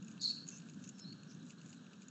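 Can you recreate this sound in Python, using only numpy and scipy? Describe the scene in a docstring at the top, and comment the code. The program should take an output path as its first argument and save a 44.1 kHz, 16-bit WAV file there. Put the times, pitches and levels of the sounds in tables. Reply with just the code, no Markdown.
"""A bird gives one sharp chirp, an upward flick over a warbling note, that echoes among backyard trees.
Fainter whistles follow from farther off. Close by, on a wooden nest box, come small dry ticks and one
short stick-slip scrape, probably claws, with soft feathery brushing and a faint crackle.
A low distant rumble and a thin hiss lie underneath, and a small camera's microphone cuts the top end."""
import sys
import numpy as np
from scipy import signal
from scipy.fft import rfft, irfft
from scipy.io import wavfile

SR = 44100
rng = np.random.default_rng(int(sys.argv[2]) if len(sys.argv) > 2 else 0)


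def transcribe(signal):
    """Save signal, clipped to [-1, 1], as a 16-bit WAV file at the path in sys.argv[1]."""
    frames = np.atleast_2d(signal).T
    limited = np.clip(frames, -1, 1)
    pcm = np.round(limited * 32767).astype(np.int16)
    wavfile.write(sys.argv[1], SR, pcm)


N = 92610  # 2.1 s

# Bright snap of a claw on wood: freq_hz, relative_db
SNAP_SPECTRUM = [(2000, -35.5), (3500, -22), (5000, -17.5), (6000, -6.5), (6600, 8.5), (7000, 9.5),
                 (7500, -15.5), (8100, -13)]
# Woody knock under the snap: freq_hz, relative_db
KNOCK_SPECTRUM = [(1500, -37.5), (2100, -16), (2400, -4), (2750, 3.5), (3300, -15), (4300, -6.5),
                  (5500, -14.5), (8000, -31.5)]


def amp(db):
    """Decibels to gain."""
    return 10 ** (np.asarray(db) / 20)


def unit(x):
    """Scales to rms 1."""
    return x / np.sqrt(np.mean(x ** 2) + 1e-20)


def add(mix, start_s, sound):
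    """Lays a sound into the mix at start_s."""
    part = mix[max(round(start_s * SR), 0):][:len(sound)]
    part += sound[:len(part)]


def colour(x, spectrum):
    """EQ through (freq_hz, relative_db) points; rms 1."""
    hz, db = np.transpose(spectrum)
    freqs = np.fft.rfftfreq(len(x), 1 / SR)
    gain = amp(np.interp(np.log(freqs + 1), np.log(hz), db))
    return unit(irfft(rfft(x) * gain, len(x)))


def wander(rate_hz):
    """Random drift that rolls off above rate_hz; rms 1."""
    freqs = np.fft.rfftfreq(N, 1 / SR)
    lowpass = np.exp(-(freqs / rate_hz) ** 2) * (freqs > 0)
    return unit(irfft(rfft(rng.standard_normal(N)) * lowpass, N))


def background():
    """The bed: a distant rumble swells and sinks under a thin, slightly flickering hiss."""
    # Colours of the rumble and the air: freq_hz, relative_db
    rumble_spectrum = [(30, -46), (55, -54), (78, -40.5), (100, -15.5), (130, -7.5), (165, 1), (200, 1.5),
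                       (270, -3.5), (340, -15), (450, -30.5), (700, -36.5), (1500, -58.5)]
    hiss_spectrum = [(100, -16), (400, 12), (600, 4), (850, -0.5), (1200, 4), (1550, 9.5), (1750, 4),
                     (1950, -8.5), (2150, -9), (2700, 0), (3300, -1), (4000, 2), (4800, -9), (5500, -5),
                     (6800, -3.5), (7500, -11), (8100, -6.5)]
    # Swells of the rumble: time_s, level_db
    swells = [(0, -50.5), (.17, -56), (.4, -54), (0.621, -55), (.71, -51), (.86, -53), (1.0, -57),
              (1.11, -49), (1.23, -56), (1.42, -51), (1.57, -59.5), (1.65, -54.5), (1.76, -55),
              (1.881, -57.5), (2.1, -58)]
    level = amp(np.interp(np.arange(N) / SR, *np.transpose(swells)))
    rumble = level * colour(rng.standard_normal(N), rumble_spectrum)
    hiss = amp(-65.5 + wander(rate_hz=36)) * colour(rng.standard_normal(N), hiss_spectrum)
    return rumble + hiss


def crackle():
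    """Faint rustle: tiny random clicks, coloured like the claw ticks."""
    clicks_per_s, spread_db = 320, 5
    hits = rng.random(N) < clicks_per_s / SR
    clicks = hits * amp(spread_db * np.minimum(rng.exponential(1, N), 3))
    return amp(-82) * (colour(clicks, SNAP_SPECTRUM) + 0.37 * colour(clicks, KNOCK_SPECTRUM))


def brushing():
    """Grainy swells of friction, like feathers rubbing on wood."""
    # Soft strokes: middle_s, length_s, level_db
    strokes = [(.105, 0.046, -65.5), (0.505, 0.043, -62), (0.595, 0.055, -65.5), (0.697, 0.058, -69),
               (.855, .12, -67), (0.991, 0.02, -63), (1.472, 0.054, -67.5), (1.509, 0.024, -60.5),
               (1.658, 0.082, -68.5), (1.732, 0.066, -66.5), (1.935, 0.013, -70.5), (2.028, 0.034, -67)]
    # Colour of the friction: freq_hz, relative_db
    spectrum = [(1800, -13.5), (2600, -1.5), (3300, -15.5), (4200, -6), (5400, -6.5), (6100, -1), (6800, 4),
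                (7500, 1), (8100, -5.5)]
    t, grain_db = np.arange(N) / SR, 4.5
    level = sum(amp(db) * np.exp(-2 * ((t - middle) / length) ** 2) for middle, length, db in strokes)
    friction = rng.standard_normal(N) * amp(grain_db * wander(rate_hz=380))
    return level * colour(friction, spectrum)


def claw_ticks():
    """Each tap on the wood is a gritty burst of a few milliseconds, a bright snap plus a woody knock."""
    # Claw taps, levels before the trims: start_s, unused peak_db, snap_db, knock_db
    taps = [(0.025, -51, -55.5, -62), (0.0453, -52, -55, -83), (0.0715, -49, -69, -63),
            (0.081, -32, -51.5, -59), (0.1128, -44, -57, -63), (0.1232, -53, -59, -74),
            (0.1772, -48, -66, -59.5), (0.3024, -32, -71, -58), (0.3223, -31, -78, -63.5),
            (0.367, -42, -74, -64), (0.3765, -43, -79, -61), (0.467, -48, -56.5, -63),
            (0.4771, -41, -45.5, -79), (0.4857, -37, -39.5, -62), (0.4882, -39, -42, -58.5),
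            (0.5036, -46, -49.5, -84), (0.5118, -47, -59, -68), (0.5738, -46, -53.5, -67),
            (0.5822, -44, -51.5, -69), (0.5993, -52, -61, -63), (0.618, -50, -66, -62.5),
            (0.6862, -52, -64, -60), (0.6962, -46, -52.5, -62), (0.735, -54, -62.5, -64),
            (0.7434, -57, -59, -70), (0.8393, -43, -50.5, -60), (0.848, -53, -71, -62),
            (0.8752, -42.5, -53, -62), (0.89, -38, -43, -76), (0.8934, -42, -51, -62.5),
            (0.994, -44, -50.5, -67), (0.9964, -45, -53.5, -63), (1.125, -38, -60, -60),
            (1.2324, -52, -58.5, -60.5), (1.3128, -50, -59.5, -66), (1.3478, -52, -58, -75),
            (1.3962, -58, -65, -77), (1.4285, -54, -65, -81), (1.4975, -50, -58, -62.5),
            (1.5045, -46, -55, -55.5), (1.6132, -51, -63, -60), (1.66, -50, -55.5, -67),
            (1.693, -49, -55.5, -72), (1.7042, -53, -59, -80), (1.728, -49, -64, -56.5),
            (1.8655, -57, -80, -64), (1.9322, -49, -65, -59), (2.019, -50, -57.5, -61),
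            (2.029, -56, -65, -67), (2.0825, -48, -49.5, -69)]
    rise_s, decay_s = .0014, .0037
    snap_trim_db, knock_trim_db = -11.5, -9.5
    out, t = np.zeros(N), np.arange(1024) / SR
    envelope = np.minimum(t / rise_s, 1) * np.exp(-np.maximum(t - rise_s, 0) / decay_s)
    for start, _, snap_db, knock_db in taps:
        noise, grain = rng.standard_normal((2, len(t)))
        burst = envelope * noise * np.exp(.35 * grain)
        snap = amp(snap_db + snap_trim_db) * colour(burst, SNAP_SPECTRUM)
        knock = amp(knock_db + knock_trim_db) * colour(burst, KNOCK_SPECTRUM)
        add(out, start, snap + knock)
    return out


def claw_scrape():
    """A claw sticks and slips in a quick, nearly even run, and each slip rings briefly."""
    # Resonances struck by a slip: freq_hz, level_db, t60_s
    modes = [(2680, -63.5, 0.041), (5500, -48, .006), (6070, -43, 0.0062), (6320, -45, 0.011),
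             (7270, -53, 0.0081), (7860, -63, 0.0082)]
    start_s, length_s, slips_per_s = .517, .058, 280
    rise_s, jitter, spread_db = .0012, .05, 2
    out, t = np.zeros(N), np.arange(1024) / SR
    ring = sum(amp(db - 60 * t / t60) * np.sin(2 * np.pi * hz * t) for hz, db, t60 in modes)
    ring *= np.minimum(t / rise_s, 1)
    slip_times = start_s + np.arange(0, length_s, 1 / slips_per_s)
    for slip_s, (late, force) in zip(slip_times, rng.standard_normal((64, 2))):
        add(out, slip_s + late * jitter / slips_per_s, amp(spread_db * force) * ring)
    return out


def far_whistles():
    """Farther birds whistle short, wavering glides that swell and fade."""
    # Distant calls: start_s, length_s, from_hz, to_hz, waver_hz, level_db
    calls = [(0.817, 0.09, 6350, 5930, 383, -69), (0.932, 0.064, 5450, 5350, 135.6, -75),
             (0.986, 0.057, 5250, 5270, 61.5, -61.5), (0.991, 0.051, 4110, 4170, 60, -69.5),
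             (1.025, 0.063, 4100, 4210, 85, -60), (1.056, 0.081, 4285, 4313, 101.5, -60.5),
             (1.118, 0.015, 4300, 4353, 67.5, -55), (1.138, .12, 4260, 4250, 140, -73),
             (1.275, .07, 5720, 5540, 423, -67.5), (1.398, .04, 4210, 3970, 160, -70.5),
             (1.575, .035, 4170, 4150, 194, -71), (1.745, 0.043, 4120, 3990, 144, -73)]
    out = np.zeros(N)
    for start, length, from_hz, to_hz, waver_hz, db in calls:
        n = int(length * SR)
        progress = np.linspace(0, 1, n)
        pitch = from_hz + (to_hz - from_hz) * progress + waver_hz * wander(rate_hz=420)[:n]
        swell = np.sqrt(progress * (1 - progress))
        flutter = 1 + .4 * wander(rate_hz=210)[:n]
        add(out, start, amp(db) * unit(swell * flutter * np.sin(2 * np.pi * np.cumsum(pitch) / SR)))
    return out


def bird_voice(contour):
    """A warbling, fluttering tone that follows a contour of pitch and level."""
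    t, warble_depth_hz = np.arange(N) / SR, 80
    times, hz, db = np.transpose(contour)
    pitch = np.interp(t, times, hz) + warble_depth_hz * wander(rate_hz=210)
    level = amp(np.interp(t, times, db, left=-np.inf, right=-np.inf))
    flutter = 1 + .55 * wander(rate_hz=210)
    tone = level * flutter * np.sin(2 * np.pi * np.cumsum(pitch) / SR)
    return np.sqrt(np.mean(level ** 2)) * unit(tone)


def chirp():
    """The near bird: an upward flick overlaps a held note, with a breathy edge."""
    # Opening flick and held note: time_s, pitch_hz, level_db
    flick = [(.194, 4050, -60), (.204, 4550, -51.5), (.211, 5050, -53.5), (.2155, 6100, -41),
             (.221, 6850, -49), (.225, 7000, -56.5), (.23, 6750, -44), (.246, 6200, -52.5)]
    held_note = [(.209, 4250, -60.5), (.217, 4280, -49), (.232, 4330, -39.5), (.242, 4370, -36),
                 (.255, 4320, -34), (.273, 4260, -33.5), (.297, 4350, -42), (.311, 4380, -35.5),
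                 (.318, 4420, -58.5)]
    # Colour of the breath: freq_hz, relative_db
    breath_spectrum = [(3200, -17.5), (3600, 4.5), (4500, 15), (5300, 4.5), (6000, 2), (6700, 3),
                       (7300, -2.5), (8000, -6.5)]
    breath_on_s, breath_off_s, rise_s, decay_s = .2056, .3, .01, .028
    t = np.arange(N) / SR
    tones = bird_voice(flick) + bird_voice(held_note)
    attack = np.clip((t - breath_on_s) / rise_s, 0, 1)
    release = np.exp(-np.maximum(t - breath_off_s, 0) / decay_s)
    return tones + amp(-46) * attack * release * colour(rng.standard_normal(N), breath_spectrum)


def scatter(x, t60_s):
    """Reverb from many weak reflections off trunks and branches, as strong as the direct sound."""
    t, reflections_per_s = np.arange(SR) / SR, 2000
    reflections = rng.standard_normal(SR) * (rng.random(SR) < reflections_per_s / SR)
    tail = reflections * amp(-60 * t / t60_s)
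    return x.std() * unit(signal.fftconvolve(x, tail)[:N])


def birds():
    """Far whistles and the near chirp share the yard's reverb; the chirp also throws distinct echoes."""
    # Slapback from trees and houses: delay_s, gain_db
    echoes = [(0.06, -16.5), (0.102, -24), (.129, -19)]
    yard_t60_s = .57
    call, far = chirp(), far_whistles()
    branch_blur = amp(-8) * scatter(call, t60_s=.08)
    near = amp(-1) * call.std() * unit(call + branch_blur)
    reverb = amp(-13) * scatter(near, yard_t60_s) + amp(-12) * scatter(far, yard_t60_s)
    out = near + far + reverb
    for delay, db in echoes:
        add(out, delay, amp(db) * near)
    return out


def scene():
    """The bed, the birds and the nest box sounds, mixed in mono."""
    return (background() + birds() + claw_ticks() + claw_scrape() + brushing() + crackle())[None]


def record(dry):
    """The small camera's band limit: a steep high cut."""
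    cutoff_hz = 8010
    lowpass = signal.firwin(801, cutoff_hz, window=("kaiser", 8), fs=SR)
    return signal.oaconvolve(dry, lowpass[None], "same")


dry = scene()
out = record(dry)
transcribe(out)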